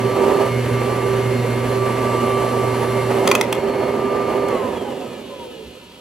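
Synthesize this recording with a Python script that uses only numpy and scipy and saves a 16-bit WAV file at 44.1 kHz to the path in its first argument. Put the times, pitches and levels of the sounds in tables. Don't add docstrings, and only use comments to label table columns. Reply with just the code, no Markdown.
import sys
import numpy as np
from scipy import signal
from scipy.fft import rfft, irfft
from scipy.io import wavfile
from scipy.ndimage import uniform_filter1d

SR = 44100
rng = np.random.default_rng(int(sys.argv[2]) if len(sys.argv) > 2 else 0)


def write(x):
    x = np.atleast_2d(x).T
    wavfile.write(sys.argv[1], SR, np.round(np.clip(x, -1, 1) * 32767).astype(np.int16))


N = 264644
T = np.arange(N) / SR
HZ = np.fft.rfftfreq(N, 1 / SR)

OFF_S = 4.489
FREE_SPEED = 199.0
BEATS_PER_TURN = .617
HUM_ORDER, WHINE_ORDER, BLADES, BARS = 2, 6, 11, 22

# (t/s, contact 0-1)
RUG_CONTACT = [(0.0, 0.42), (0.04, 0.93), (0.19, 0.05), (0.43, 0.02), (0.51, 0.89), (0.73, 0.91),
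               (0.93, 0.48), (1.35, 0.86), (1.65, 0.7), (1.98, 0.69), (3.05, 0.89), (3.33, 0.24),
               (3.97, 0.03)]


def rug_contact():
    return curve(RUG_CONTACT)


def shaft_speed(contact, sag=6, inertia_s=.238, first_load=.74, friction=43.4, air_drag=.004144):
    powered = FREE_SPEED - sag * lagged(contact, inertia_s, first_load)
    knee = np.sqrt(friction / air_drag)
    first_angle = np.arctan(np.interp(OFF_S, T, powered) / knee)
    coasting = knee * np.tan(first_angle - knee * air_drag * (T - OFF_S))
    return np.where(T < OFF_S, powered, coasting)


def working_state(contact, speed, air_lag_s=0.19):
    closer = np.interp(T, [1.82, 2.2], [0, 1])
    raised = np.interp(T, [3.294, 3.465], [0, 1])
    halvings = lagged(np.log2(FREE_SPEED / speed) * (T > OFF_S), air_lag_s)
    return contact, closer, raised, halvings


# (f/Hz, level/dB per Hz)
ROAR_COLOUR = [(20, -61), (60, -19.5), (110, -10), (180, -9.5), (245, 0.5), (300, -6), (400, 3.5),
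               (445, -5), (510, 1.5), (600, -7.5), (760, -46), (1200, -96.5)]
UPPER_COLOUR = [(450, -9), (590, 11), (820, 5.5), (945, 7.5), (1100, 2), (1290, 1.5), (1480, -85)]
RUSH_COLOUR = [(900, -0.5), (1400, 5), (1750, 5), (2100, 5), (2450, -0.5), (2750, 2), (3300, -5),
               (4000, -12), (7000, -23)]
HISS_COLOUR = [(1200, -15), (2200, 1), (3000, 5), (3800, 3), (4400, 5.5), (5200, 1.5), (7500, 2),
               (9000, -1), (10500, 3.5), (12000, 3), (13200, -4), (16300, -9)]
# (clear of the rug level/dB, then the change/dB
ROAR_LEVEL = (-19, -8.5, 2, -5.5, -14.5)
UPPER_LEVEL = (-22.5, -11.5, 4.5, -9.5, -20.5)
RUSH_LEVEL = (-32, -2.5, 0.45, -4.5, -18.5)
HISS_LEVEL = (-41, -3.5, 0.7, -7, -5.5)


def air(turns, state, gust_db=1.0, chop=0.044, upper_ringing=0.17, rush_ringing=0.23, gap_s=0.09):
    contact, *rest = state
    seal = uniform_filter1d(contact, size=max(round(gap_s * SR), 1))
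    air_state = [seal, *rest]
    roar = amp(level_of(ROAR_LEVEL, air_state)) * noise(ROAR_COLOUR)
    upper = amp(level_of(UPPER_LEVEL, air_state)) * noise(UPPER_COLOUR, upper_ringing)
    rush = amp(level_of(RUSH_LEVEL, air_state)) * noise(RUSH_COLOUR, rush_ringing)
    hiss = amp(level_of(HISS_LEVEL, air_state)) * noise(HISS_COLOUR)
    gust = amp(gust_db * wander(24.0))
    chopped = 1 + chop * np.cos(2 * np.pi * BEATS_PER_TURN * turns)
    return gust * (roar + upper + chopped * (rush + hiss))


# (multiple of the shaft speed, level/dB)
POWERED_TONES = [(10, -52), (11, -41), (12, -46.5), (14, -50), (15, -53), (16, -54), (18, -57), (19, -57),
                 (24, -57), (31, -58), (39, -53), (40, -55), (54, -50.5), (55, -55), (57, -53.5)]
# (multiple of the shaft speed, level/dB)
COAST_TONES = [(2, -34), (6, -33), (11, -37), (16, -45), (18, -51), (22, -45.5), (23, -50), (27, -51),
               (30, -53), (34, -49), (37, -53), (38, -49), (41, -53), (44, -51), (49, -54), (60, -51)]
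# (t/s, level/dB)
WHINE_LEVEL = [(0, -32), (.48, -26.5), (.62, -45.5), (.79, -29.5), (1.1, -29.5), (1.35, -37), (1.6, -36),
               (1.85, -28.5), (2.6, -27), (3.1, -35.5), (3.5, -46.5), (4, -32)]
# (clear of the rug level/dB,
# then the change/dB at full contact, once closer, once raised)
HUM_LEVEL = (-20.5, -7.5, 1, -7)
THIN_LEVEL = (-2.5, 0, 1.5, -6.5)
# (f/Hz, width f/Hz, level/dB)
HOUSING = [(400, 60, -1), (505, 60, -3), (605, 45, -5), (740, 40, -4), (830, 35, -8), (945, 60, 1.5),
           (1020, 40, -7.5), (1270, 70, -11), (1520, 70, -13), (1740, 100, -8), (2060, 110, -11),
           (2420, 200, -4), (2650, 110, -7), (2930, 230, 1), (3300, 230, -2.5), (3650, 190, -3),
           (4220, 400, -9), (7600, 900, -12), (11000, 1800, -10)]
# (f/Hz, width f/Hz, level/dB)
AIR_PATH = [(435, 42, 6.5), (492, 45, -2), (555, 20, -5), (732, 22, -2), (822, 38, 1), (1015, 75, 3.5),
            (1150, 120, 2.5)]
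# (f/Hz, width f/Hz, level/dB)
MOTOR_CASE = [(1730, 70, -9), (2420, 190, -2.5), (2660, 110, -5), (2950, 170, -0.5), (3270, 230, 2),
              (3600, 150, -11)]


def motor(speed, turns, state, faint_db=-62, glide_db=-57.5, commutator_db=-53, fading_db=2.5,
          flutter_db=1.54, stall_speed=90.5, stall_db=-40, blur=0.0064, release=.13):
    powered_db, coast_db = ({round(k): db for k, db in table} for table in (POWERED_TONES, COAST_TONES))
    strong = {
        HUM_ORDER: level_of(HUM_LEVEL, state),
        WHINE_ORDER: curve(WHINE_LEVEL),
        BARS: commutator_db + fading_db * wander(7.3),
    }
    thin_db = level_of(THIN_LEVEL, state)

    slowing = np.clip(1 - speed / FREE_SPEED, 0, 1) * (T > OFF_S)
    free = np.minimum(slowing / release, 1)
    stall = stall_db * np.maximum(np.log2(stall_speed / speed), 0)

    grid = np.arange(0, SR / 2, 2)
    housing = resonances(HOUSING, grid)
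    own_path = {WHINE_ORDER: resonances(AIR_PATH, grid), BARS: resonances(MOTOR_CASE, grid)}
    steady, gliding = np.zeros((2, 2, N))
    for k in [HUM_ORDER, *range(5, 73)]:
        strength, swell = rng.standard_normal(), wander(7.2)
        smear = blur * (1 - free) * np.sqrt(k) * wander(23)
        partial = tone(k * turns + smear, k * speed[0])
        thin = powered_db.get(k, faint_db) + thin_db * k / BARS + fading_db * swell
        steady += amp(strong.get(k, thin) + flutter_db * wander(4.6)) * partial
        free_db = coast_db.get(k, glide_db + 2 * (strength + swell))
        flare = np.interp(k * speed, grid, own_path.get(k, housing))
        airborne = np.clip((BLADES / k) ** 2, .2, 1)
        gliding += amp(free_db + flare + stall * airborne) * partial
    return (1 - free ** 2) * steady + reflections(free * gliding)


def mains_ripple(speed, turns, contact, level_db=-64, load_db=9, fading_db=4.0):
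    ripple = 120 * T
    pair = 0
    for side in (-1, 1):
        pair = pair + amp(fading_db * wander(7.0)) * tone(BARS * turns + side * ripple, BARS * speed[0])
    return pair * amp(level_db + load_db * contact) * (T < OFF_S)


# (f/Hz, level/dB per Hz)
RUB_COLOUR = [(1400, -5.5), (1650, -14), (2100, -10), (2700, -4), (3400, -10), (4500, -9), (9000, -26)]


def carbon_rub(speed, level_db=-52, slope_db=-2.0, ringing=0.58):
    return amp(level_db + slope_db * np.log2(speed / speed[0])) * noise(RUB_COLOUR, ringing)


# (f/Hz, level/dB per Hz)
RUMBLE_COLOUR = [(10, -55), (30, -29), (48, -13), (66, 12), (95, 10), (150, 16), (300, -45)]
# (clear of the rug level/dB, then the change/dB
DRUM_LEVEL = (-38, 18.5, -3.5, -0.5, -44)
RUMBLE_LEVEL = (-56, 22.5, -3.5, -31, -24)


def brush_roll(speed, turns, state, second_db=-10.0, third_db=-22, fourth_db=-17, slip=0.031, flutter_db=1.5):
    beats = BEATS_PER_TURN * turns + slip * wander(3.3)
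    drum = 0
    for k, db in enumerate([0, second_db, third_db, fourth_db], 1):
        ragged = amp(db + k * flutter_db * wander(28))
        drum = drum + ragged * tone(k * beats, k * BEATS_PER_TURN * speed[0])
    rumble = amp(level_of(RUMBLE_LEVEL, state)) * noise(RUMBLE_COLOUR)
    return amp(level_of(DRUM_LEVEL, state)) * drum + rumble


# (t/s, level/dB, knock f/Hz,
# knock level/dB, ring of the catch f/Hz, its upper ring f/Hz, rebound after t/s)
CLICKS = [(3.2745, 1.5, 1124, -14, 2630, 4920, 0.0023), (3.3137, 2, 1050, -6.5, 2410, 4580, 0.002),
          (3.351, -1, 1180, -15, 2520, 3440, 0.001), (3.411, -1, 890, -10, 2070, 5580, 0.0018),
          (3.5256, -3, 880, -9.5, 2066, 5250, 0.0021), (4.484, -18, 1040, -13, 1420, 4600, .0046),
          (5.918, -35, 1050, -15, 4800, 4730, .0025)]
# (f/Hz, decay t/s, level/dB)
PLASTIC_SHELL = [(1304, .0018, -12.5), (1820, 0.0035, -21.5), (2025, 0.0029, -15), (2500, 0.0018, -10.5),
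                 (3282, 0.0023, -15), (6300, 0.0021, -22), (8420, 0.0019, -31)]
# (f/Hz, level/dB per Hz)
CRACK_COLOUR = [(600, -10), (2400, 15.5), (5000, 7), (11000, 6), (16000, 2)]


def clicks(rise=0.00072, catch_db=-11, upper_db=-21, ring_s=0.0027, crack_db=-16.0, crack_decay=0.0019,
           rebound_db=-5, chatter_db=-14, chatter_s=0.019, chatter_per_s=330, unlike=0.61,
           room_db=-9, room_t60=0.27):
    size = 4096
    t, hz = np.arange(size) / SR, np.fft.rfftfreq(size, 1 / SR)
    out = np.zeros((2, N + size))
    for s, db, knock_hz, knock_db, catch_hz, upper_hz, rebound in CLICKS:
        ages = np.maximum([t, t - rebound], 0)
        blows = amp([[0], [rebound_db]]) * (1 - np.exp(-(ages / rise) ** 2))
        catch = [(knock_hz, ring_s, knock_db), (catch_hz, ring_s, catch_db), (upper_hz, ring_s, upper_db)]
        ring = 0
        for f, decay, level in [*catch, *PLASTIC_SHELL]:
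            envelope = amp(level) * (blows * np.exp(-ages / decay)).sum(0)
            ring = ring + envelope * np.sin(2 * np.pi * (f * t + rng.random()))
        near, left, right, taps = rng.standard_normal((4, size))
        crack_fade = (blows * np.exp(-ages / crack_decay)).sum(0)
        crack = amp(crack_db) * crack_fade * (near + unlike * np.array([left, right]))
        tapping = (rng.random(size) < chatter_per_s / SR) * (t > rebound)
        chatter = amp(chatter_db) * taps * np.exp(-t / chatter_s) * tapping
        struck = rfft(ring) + rfft(crack) * amp(read(CRACK_COLOUR, hz))
        snap = irfft(struck * (1 + rfft(chatter)) * ports(hz), size)
        start = round(s * SR)
        out[:, start:start + size // 2] += amp(db) * snap[:, :size // 2]
    return reflections(out[:, :N], room_db, room_t60)


# (t/s, level/dB)
THUDS = [(1.11, -38), (1.53, -38), (1.69, -33), (2.37, -39), (5.67, -45)]
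# (f/Hz, level/dB per Hz)
THUD_COLOUR = [(30, -22), (58, 7), (85, -9), (200, -3), (400, -49)]


def thuds(half_length_s=0.056):
    swell = sum(amp(db) * np.exp(-((T - s) / half_length_s) ** 2) for s, db in THUDS)
    return swell * noise(THUD_COLOUR)


# (f/Hz, level/dB per Hz)
ROOM_COLOUR = [(22, -25), (42, 8), (120, 8.5), (180, 16), (245, 11), (330, -4), (700, -22), (1500, -18),
               (8000, -42)]


def room(level_db=-50):
    return amp(level_db) * noise(ROOM_COLOUR)


def reflections(x, wet_db=-9, t60=.14):
    t = T[:SR // 2]
    tail = rng.standard_normal((2, len(t))) * amp(-60 * t / t60)
    dull = signal.butter(1, 5000, fs=SR, output="sos")
    tail = signal.sosfilt(dull, tail / np.linalg.norm(tail[0]))
    return x + amp(wet_db) * signal.oaconvolve(x, tail, axes=1)[:, :N]


def resonances(table, hz, between_db=-27):
    gain = sum(amp(db) / (1 + (2 * (hz - f) / width) ** 2) ** 1.25 for f, width, db in table)
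    return 20 * np.log10(gain + amp(between_db))


# (f/Hz, likeness 0-1)
LIKENESS = [(130, .98), (400, .94), (700, .78), (1400, .72), (3000, .85), (5000, .7), (11000, .8)]


def likeness(hz):
    return np.clip(read(LIKENESS, hz), -1, 1)


def noise(spectrum, ringing=0):
    a, b = rfft(rng.standard_normal((2, N)))
    same = likeness(HZ)
    grid = np.geomspace(100, 20000, 800)
    peaks = resonances(HOUSING, grid)
    stand_out = np.interp(HZ, grid, peaks - uniform_filter1d(peaks, size=60))
    colour = read(spectrum, HZ) + ringing * stand_out
    sides = np.array([a, same * a + np.sqrt(1 - same ** 2) * b])
    pair = irfft(sides * ports(HZ) * amp(colour), N)
    return pair / pair.mean(0).std()


def tone(turns, hz):
    apart = np.arccos(likeness(hz)) * rng.choice([-1, 1])
    angle = (2 * np.pi * ((turns + rng.random()) % 1)).astype(np.float32)
    port = ports(np.array([hz]))
    shift = (np.angle(port) + [[0], [apart]]).astype(np.float32)
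    return np.sqrt(2) * abs(port) * np.sin(angle + shift)


# (f/Hz, left minus right level/dB)
BALANCE = [(60, -2), (120, -2.3), (240, -3), (420, -6), (700, -5.5), (1300, -1.5), (2500, 1.5), (5000, 1.7),
           (9000, 0)]


def ports(hz, delay_s=2.7e-5):
    gain = amp(np.array([[.5], [-.5]]) * read(BALANCE, hz))
    return gain * np.exp(np.array([[-1j], [1j]]) * np.pi * hz * delay_s)


def level_of(row, state):
    base, *changes = row
    return base + sum(change * part for change, part in zip(changes, state))


def lagged(x, lag_s, start=0):
    keep = np.exp(-1 / (lag_s * SR))
    return start + signal.lfilter([1 - keep], [1, -keep], x - start)


def wander(rate_hz):
    steps = rng.standard_normal(N // 64 + 2)
    smoothing = np.exp(-(np.fft.rfftfreq(len(steps), 64 / SR) / rate_hz) ** 2)
    slow = irfft(rfft(steps) * smoothing, len(steps))
    return np.interp(np.arange(N) / 64, np.arange(len(slow)), unit(slow))


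def curve(rows):
    s, value = np.transpose(rows)
    return np.interp(T, s, value)


def read(points, hz):
    f, value = np.transpose(points)
    return np.interp(np.log(hz + 1), np.log(f + 1), value)


def amp(db):
    return np.exp(np.asarray(db) * (np.log(10) / 20))


def unit(x):
    return x / np.sqrt(np.mean(x ** 2) + 1e-20)


def scene(waver=0.000348):
    contact = rug_contact()
    speed = shaft_speed(contact) * (1 + waver * wander(10.9))
    turns = np.cumsum(speed) / SR
    state = working_state(contact, speed)
    machine = air(turns, state) + motor(speed, turns, state) + mains_ripple(speed, turns, contact)
    machine = machine + carbon_rub(speed) + brush_roll(speed, turns, state)
    return machine + clicks() + thuds() + room()


def record(dry, low_cut_hz=38, top_hz=16300):
    lean = signal.sosfilt(signal.butter(2, low_cut_hz, "highpass", fs=SR, output="sos"), dry)
    rounded = lean / (1 + (lean / .9) ** 8) ** (1 / 8)
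    top_cut = signal.firwin(511, top_hz, window=("kaiser", 9), fs=SR)
    return signal.oaconvolve(rounded, top_cut[None], "same")


dry = scene()
out = record(dry)
write(out)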